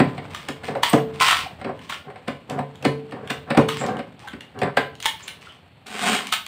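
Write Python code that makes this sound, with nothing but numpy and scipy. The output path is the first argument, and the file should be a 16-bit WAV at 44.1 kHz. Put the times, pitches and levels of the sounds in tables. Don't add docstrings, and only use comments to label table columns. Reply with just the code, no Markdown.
import sys
import numpy as np
from scipy import signal
from scipy.io import wavfile
from scipy.ndimage import uniform_filter1d

SR = 44100
rng = np.random.default_rng(int(sys.argv[2]) if len(sys.argv) > 2 else 0)


def dump(signal):
    limited = np.clip(np.atleast_2d(signal).T, -1, 1)
    pcm = np.round(limited * 32767).astype(np.int16)
    wavfile.write(sys.argv[1], SR, pcm)


N = 285479

# f/Hz, level/dB, t60/s
STEEL_MODES = [(1325, -6, .1), (2140, -3, .12), (2390, -7, .12), (2752, -5, .14), (2864, -5, .2),
               (3012, -8, .14), (3250, -8, .1), (3550, -6, .14), (3900, -9, .1)]
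# f/Hz, level/dB, t60/s
LID_MODES = [(140.6, -9.5, 0.37), (235.4, 3, .11), (264.7, -1.5, 0.12), (294, -3, 0.075), (389, -6, 0.23),
             (443.1, -11.5, 0.7), (559, -4.5, 0.19), (614, -38, 0.18), (689.5, -5, 0.066),
             (756.6, -2.5, 0.097), (1016, -13, 0.37), (1077, -28, 0.28), (1235, -8, 0.055),
             (1538, -15, 0.089)]
# f/Hz, level per Hz/dB
PANEL_COLOUR = [(40, -41), (80, -3), (140, 7.5), (280, 3.5), (500, 7), (760, -2.5), (1100, 0.5),
                (1700, -6.5), (3400, -22), (5000, -21), (6500, -32.5), (8300, -13.5), (11000, -46.5),
                (15000, -34)]


def riveter(clack_db=-10, body_db=-4, edge_db=-17.5, hollow_db=-2, hollow_t60=0.065):
    # t/s, relative level/dB, body re level/dB, hollow pitch f/Hz
    clacks = [(0.347, -23.5, -10, 1200), (0.8326, -6.5, -9.5, 958), (1.2088, -7.5, -7, 1053),
              (1.2821, -8, -8, 1250), (1.309, -9, -9, 1350), (1.3273, -13, -5, 1117),
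              (1.8967, -22, -10, 1097), (1.922, -26.5, -2.5, 1406), (3.3028, -17, -14, 727),
              (3.688, -15, -10, 1240), (4.2746, -27.5, -6, 1554), (4.7721, -17, -2, 1590),
              (5.001, -26.5, -22, 1320), (5.0565, -6, -14, 886), (5.279, -20, -19.5, 1530),
              (6.325, -7, -13, 1286), (6.4644, -22, -21, 1090)]
    edge_per_body = -0.24
    out = np.zeros(N)
    t = np.arange(SR // 3) / SR
    for s, db, body, hollow_hz in clacks:
        lead_s, blow = snap(t, graze_s=0.0029, crack_t60=0.04, ring_t60=0.053, ring_db=0.0, modes_db=-14)
        sound = amp(clack_db) * attack_level(band(blow, 2140, 3530))
        sound += amp(body + body_db) * attack_level(band(blow, 620, 1330))
        sound += amp(edge_per_body * body + edge_db) * attack_level(band(blow, 6650, 20400))
        add(out, s - lead_s, amp(db) * sound)
        hollow = np.sin(2 * np.pi * hollow_hz * t) * amp(-60 * t / hollow_t60)
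        add(out, s, amp(db + body + hollow_db) * attack_level(hollow))
    return out


def squeeze(crest_s=6.075, hold_s=0.075, lid_db=-3.5):
    # f/Hz, level per Hz/dB
    grind_colour = [(290, -30), (500, -15), (629, -4.5), (696, -5.5), (954, -9.5), (1470, -2), (1800, -6.5),
                    (1960, -5.5), (2930, -5.5), (5920, -20.5), (8360, -13.5), (10800, -31), (15500, -31)]
    # f/Hz, level per Hz/dB
    groan_colour = [(53, -49), (90, -20), (118, -22), (195, -3.5), (265, -3), (344, -21), (398, -1.5),
                    (512, -15.5), (631, -14.5), (694, 2.5), (950, -31), (1100, -16), (1430, -30),
                    (2420, -120)]
    t = np.arange(N) / SR
    before_crest = np.maximum(crest_s - t, 0)
    after_hold = np.maximum(t - crest_s - hold_s, 0)
    force = (t > 5.86) * amp(-22 - 106 * before_crest - 293 * after_hold)
    jerks = slips(per_s=2200, spread_db=3.8)
    jerks = jerks * catching(depth_db=1.5, lo_hz=39.6, hi_hz=157)
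    grind = evened(colour(jerks, grind_colour))
    groan = evened(colour(jerks, groan_colour))
    return force * (grind + amp(lid_db) * groan)


def slides(slide_db=-1, ring_db=-16):
    # start t/s, length/s, relative level/dB
    slide_rows = [(0.302, 0.046, -44.5), (0.348, 0.14, -43), (0.64, 0.041, -39), (0.838, 0.045, -26),
                  (1.137, 0.06, -42.5), (1.196, 0.015, -24), (1.209, 0.06, -18.5), (1.263, 0.14, -21),
                  (1.812, 0.07, -47), (1.9, 0.03, -34), (3.688, 0.16, -32.5), (4.19, 0.068, -49.5),
                  (5.03, 0.013, -32.5), (5.19, 0.17, -43.5), (5.41, 0.15, -48), (6.2, 0.095, -36)]
    # f/Hz, level per Hz/dB
    slide_colour = [(300, -48), (700, -9), (1050, 15.5), (1350, 5), (1700, 6.5), (2300, 10.5), (3400, 5.5),
                    (5000, -1), (7000, -8.5), (8400, -2.5), (11500, -23.5), (14500, -15)]
    jerks = slips(per_s=1700, spread_db=3.8)
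    tool = ringing(STEEL_MODES, np.arange(SR // 3) / SR, spread_db=1)
    ring = signal.oaconvolve(jerks, tool)[:N]
    sound = evened(colour(jerks, slide_colour)) + amp(ring_db) * evened(ring)
    motion = strokes(slide_rows, attack_s=0.0026, sag_db_per_s=65, release_db_per_s=257)
    return amp(slide_db) * sound * motion * catching(depth_db=3, lo_hz=60, hi_hz=294)


def ticks(tick_db=-12, edge_db=-1):
    # t/s, relative level/dB, edge re level/dB
    tick_rows = [(0.487, -21, -8.5), (0.9323, -16, -8), (1.792, -33, -20), (2.281, -24, -12.5),
                 (2.4982, -24, -11), (2.7564, -43.5, -4.5), (2.826, -26.5, -15), (2.851, -28.5, -1),
                 (3.1109, -35, -15), (3.275, -25, -16), (3.575, -26.5, -1), (3.688, -23, -13),
                 (3.864, -28, -8), (3.969, -28.5, -17), (4.319, -35, -19), (4.4078, -25, -16.5),
                 (4.59, -28.5, -12.5), (4.9524, -44.5, -2), (5.0253, -20, -10.5), (5.868, -32.5, -7.5),
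                 (6.2696, -18.5, -12.5)]
    out = np.zeros(N)
    t = np.arange(SR // 5) / SR
    for s, db, edge in tick_rows:
        lead_s, blow = snap(t, graze_s=.0006, crack_t60=0.016, ring_t60=0.023, ring_db=-17.5, modes_db=-28)
        sound = amp(tick_db) * attack_level(band(blow, 890, 6600))
        sound += amp(edge + edge_db) * attack_level(band(blow, 4900, 13900))
        add(out, s - lead_s, amp(db) * sound)
    return out


def lid(boom_db=1, trim_db=0, tick_db=-17):
    # t/s, relative level/dB, boom re level/dB, rattle of the trim re level/dB
    knocks = [(0.002, -15, 4.5, -5.5), (0.18, -31.5, -6, -5), (0.487, -30, 0.5, -2.5),
              (0.636, -35.5, -5, -3), (0.685, -26.5, -4.5, -9), (0.752, -25.5, -19, -10),
              (0.934, -12, 1.5, -12), (0.979, -30, -6, -4.5), (1.614, -36, -8, -3.5),
              (1.646, -29, -2, -6.5), (1.695, -29.5, -2.5, -18), (2.102, -39, -16, -8),
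              (2.158, -40.5, -12, -4), (2.281, -26, 0, -4.5), (2.506, -28.5, -6.5, -12),
              (2.591, -22, -5, -12.5), (2.851, -16, 1, -6.5), (3.123, -33, -0.5, -6), (3.302, -29, 0, 3.5),
              (3.506, -21, -1.5, -3.5), (3.548, -24, -20, -10), (3.575, -11.5, 2, -8.5),
              (3.812, -29.5, -18, -6), (3.839, -29, -1.5, -6), (3.885, -26, -4, -13),
              (3.992, -28, -2.5, -8), (4.334, -42.5, 8, 3), (4.617, -19, -10.5, -7.5),
              (4.633, -29, -9, 0.5), (4.771, -13, -12, -6.5), (4.777, -19, -24, -24)]
    # f/Hz, t60/s
    panel_decay = [(120, 0.23), (300, 0.22), (800, 0.11), (2500, 0.086), (8000, 0.027)]
    rim_boom_db, middle_boom_db = -5.5, 1.25
    rim_hz, middle_hz = 750, 419
    out = np.zeros(N)
    t = np.arange(SR // 2) / SR
    for s, db, boom, trim in knocks:
        middle = np.interp(boom, [rim_boom_db, middle_boom_db], [0, 1])
        spot_hz = rim_hz + middle * (middle_hz - rim_hz)
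        lead = grazing(0.003 * amp(min(boom, 0)))
        upper = dying(rng.standard_normal(len(t)), panel_decay)
        dense = colour(np.r_[lead, upper], PANEL_COLOUR)
        struck_modes = lid_modes(spot_hz, spot_db=7.5, drum_db=8.5 * middle)
        modes = np.r_[0 * lead, ringing(struck_modes, t, spread_db=1.5)]
        modes = attack_level(modes)
        blow = attack_level(dense) + modes
        sound = amp(boom + boom_db) * attack_level(band(blow + modes, 102, 347))
        sound += attack_level(band(blow, 497, 993))
        sound += amp(trim + trim_db) * attack_level(band(dense, 1773, 4520))
        sound += amp(trim + tick_db) * attack_level(band(dense, 6100, 15400))
        add(out, s - len(lead) / SR, amp(db) * sound)
    return out


def rubs(rub_db=-6, modes_db=-2):
    # start t/s, length/s, relative level/dB
    rub_rows = [(0.672, 0.12, -26), (1.652, 0.045, -22.5), (2.06, 0.041, -31), (2.487, 0.11, -24),
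                (2.82, 0.027, -25.5), (3.125, 0.24, -31), (3.465, 0.034, -27), (3.8, 0.12, -19),
                (3.93, 0.046, -21.5), (4.543, 0.089, -29), (4.62, 0.06, -18), (5.22, 0.3, -47)]
    jerks = slips(per_s=810, spread_db=-3)
    panel = ringing(LID_MODES, np.arange(SR // 2) / SR, spread_db=4)
    ring = signal.oaconvolve(jerks, panel)[:N]
    friction = band(colour(jerks, PANEL_COLOUR), 61, 1900)
    sound = evened(friction) + amp(modes_db) * evened(ring)
    motion = strokes(rub_rows, attack_s=0.017, sag_db_per_s=12.5, release_db_per_s=453)
    return amp(rub_db) * evened(sound) * motion


def squeaks(waver=0.051, rough=0.13):
    # t/s, length/s, pitch f/Hz, level/dB
    squeak_rows = [(0.748, 0.046, 575, -28), (0.885, 0.028, 8540, -35), (0.888, 0.024, 13800, -39),
                   (1.455, 0.025, 736, -34.5), (2.571, 0.039, 700, -28.5), (3.771, 0.066, 7750, -43),
                   (4.228, 0.049, 838, -45), (5.219, 0.036, 7200, -48.5), (5.467, 0.013, 1384, -43),
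                   (5.478, 0.045, 3020, -50.5)]
    out = np.zeros(N)
    for s, length, hz, db in squeak_rows:
        unsteady = evened(uniform_filter1d(rng.standard_normal((2, SR // 4)), size=60))
        wander, grip = unsteady[:, :int(length * SR)]
        phase = 2 * np.pi * np.cumsum(hz * (1 + waver * wander)) / SR
        tone = (1 + rough * grip) * np.sin(phase)
        add(out, s, amp(db) * evened(tone * signal.windows.hann(len(tone))))
    return out


def room(x, first_s=0.0018, build_s=0.0062, turns_per_s=0.884, count=3):
    # f/Hz, t60/s
    room_decay = [(120, 0.96), (400, 0.32), (1000, 0.27), (3000, 0.32), (8000, 0.23), (15000, 0.36)]
    # f/Hz, level/dB
    room_colour = [(100, -7.5), (250, -4.5), (500, -2.5), (1500, 0.5), (4000, 2), (9000, 1.5),
                   (15000, -0.5)]
    t = np.arange(SR * 2 // 3) / SR
    out = np.zeros(N)
    for k in range(count):
        build = np.clip((t - first_s) / build_s, 0, 1)
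        tail = dying(rng.standard_normal(len(t)), room_decay) * build
        turn = np.pi * (turns_per_s * np.arange(N) / SR + k / count)
        share = np.sqrt(2 / count) * np.cos(turn)
        out += signal.oaconvolve(x * share, tail / np.linalg.norm(tail))[:N]
    return colour(out, room_colour)


def background(air_db=-58, rustle_db=5.5, uneven_db=2):
    # f/Hz, level per Hz/dB
    air_colour = [(15, -55), (25, -31), (75, -1), (122, 13), (399, -12), (433, -14), (567, -33), (895, -3),
                  (1050, -14), (2770, -3), (4040, -11), (4380, -8), (5580, -52), (8130, -28), (15500, -33)]
    # t/s, relative level/dB
    rustle_rows = [(0.0, -42.5), (0.47, -50), (0.79, -51.5), (1.21, -48), (1.78, -51.5), (2.03, -54.5),
                   (3.71, -52.5), (4.11, -54.5), (4.52, -55), (6.47, -62.5)]
    # f/Hz, level per Hz/dB
    rustle_colour = [(44, -15.5), (75, 9.5), (239, 0), (382, -6), (546, -3), (834, -5.5), (1020, -8.5),
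                     (1950, -14), (3330, -18.5), (6350, -37.5), (8300, -29), (10100, -46.5), (15500, -42)]
    air = amp(air_db) * evened(colour(rng.standard_normal(N), air_colour))
    swell = evened(band(rng.standard_normal(N), 4, 20))
    jerks = slips(per_s=2000, spread_db=-1.0)
    rustle = evened(band(colour(jerks, rustle_colour), 80, 18000))
    return air + amp(rustle_db + uneven_db * swell) * level(rustle_rows) * rustle


def snap(t, graze_s, crack_t60, ring_t60, ring_db, modes_db):
    # f/Hz, level per Hz/dB
    steel_colour = [(240, -56), (400, -70), (605, -15), (1050, -10.5), (1340, -15), (1470, -3), (2090, 1.5),
                    (2630, 0), (2840, 10), (3250, 5), (3970, -3), (5070, -16.5), (8530, -21.5),
                    (12100, -33), (15500, -28.5)]
    lead = grazing(graze_s)
    rebounds = amp(9.6 * evened(uniform_filter1d(rng.standard_normal(len(t)), size=120)))
    shape = amp(-60 * t / crack_t60) + rebounds * amp(ring_db - 60 * t / ring_t60)
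    dense = colour(np.r_[lead, shape * rng.standard_normal(len(t))], steel_colour)
    modes = np.r_[0 * lead, ringing(STEEL_MODES, t, spread_db=3)]
    return len(lead) / SR, attack_level(dense) + amp(modes_db) * attack_level(modes)


def grazing(graze_s, size=1323):
    before = np.arange(size, 0, -1) / SR
    return rng.standard_normal(size) * np.exp(-before / max(graze_s, 1e-4))


def lid_modes(spot_hz, spot_db, drum_db, reach=0.097, drum_hz=298):
    hz, db, t60 = np.transpose(LID_MODES)
    centres = np.c_[[spot_hz, drum_hz]]
    near_spot, near_drum = np.exp(-(np.log(hz / centres) / reach) ** 2)
    return np.c_[hz, db + spot_db * near_spot + drum_db * near_drum, t60]


def ringing(modes, t, spread_db):
    hz, db, t60 = np.transpose(modes)[:, :, None]
    height = amp(db + spread_db * rng.standard_normal(hz.shape))
    height[::2] *= -1
    return (height * amp(-60 * t / t60) * np.sin(2 * np.pi * hz * t)).sum(0)


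def slips(per_s, spread_db):
    size = amp(spread_db * np.minimum(rng.exponential(1, N), 4))
    happens = rng.random(N) < per_s / SR
    return size * rng.choice([-1, 1], N) * happens


def catching(depth_db, lo_hz, hi_hz):
    return evened(amp(depth_db * evened(band(rng.standard_normal(N), lo_hz, hi_hz))))


def strokes(rows, attack_s, sag_db_per_s, release_db_per_s):
    out = np.zeros(N)
    t = np.arange(SR) / SR
    for s, length, db in rows:
        past_end = np.maximum(t - length, 0)
        fall = amp(db - sag_db_per_s * t - release_db_per_s * past_end)
        add(out, s, np.minimum(t / attack_s, 1) * fall)
    return out


def amp(db):
    return 10 ** (np.asarray(db) / 20)


def evened(x):
    return x / np.sqrt(np.mean(x ** 2) + 1e-20)


def attack_level(x, size=700):
    return x / np.sqrt(uniform_filter1d(x ** 2, size).max() + 1e-20)


def level(rows):
    s, db = np.transpose(rows)[:2]
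    return amp(np.interp(np.arange(N) / SR, s, db, left=-200, right=-200))


def read(points, hz):
    f, value = np.transpose(points)
    return np.interp(np.log(hz + 1), np.log(f + 1), value)


def add(mix, s, sound):
    start = round(s * SR)
    sound = sound[max(-start, 0):]
    part = mix[max(start, 0):][:len(sound)]
    part += sound[:len(part)]


def band(x, lo_hz, hi_hz):
    edges = [lo_hz, min(hi_hz, SR / 2 - 1)]
    return signal.sosfilt(signal.butter(2, edges, "band", fs=SR, output="sos"), x)


def colour(x, points, size=4096):
    log_gain = np.log(amp(read(points, abs(np.fft.fftfreq(size, 1 / SR)))))
    spectrum = np.exp(np.conj(signal.hilbert(log_gain)))
    taps = np.fft.ifft(spectrum).real[:size // 2]
    return signal.oaconvolve(x, taps)[:len(x)]


def dying(x, decay):
    hz, t, z = signal.stft(x, SR, nperseg=128)
    t60 = np.maximum(read(decay, hz), 1e-3)[:, None]
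    return signal.istft(z * amp(-60 * t / t60), SR, nperseg=128)[1][:len(x)]


def scene(lid_room_db=-6, steel_room_db=-3):
    steel = riveter() + squeeze() + slides() + ticks() + squeaks()
    case = lid() + rubs()
    echoes = room(amp(lid_room_db) * case + amp(steel_room_db) * steel)
    return (case + steel + echoes + background())[None]


def record(dry):
    rounded = dry / (1 + (dry / .95) ** 4) ** .25
    low_pass = signal.firwin(511, 15650, window=("kaiser", 9), fs=SR)
    return signal.oaconvolve(rounded, low_pass[None], "same")


dry = scene()
out = record(dry)
dump(out)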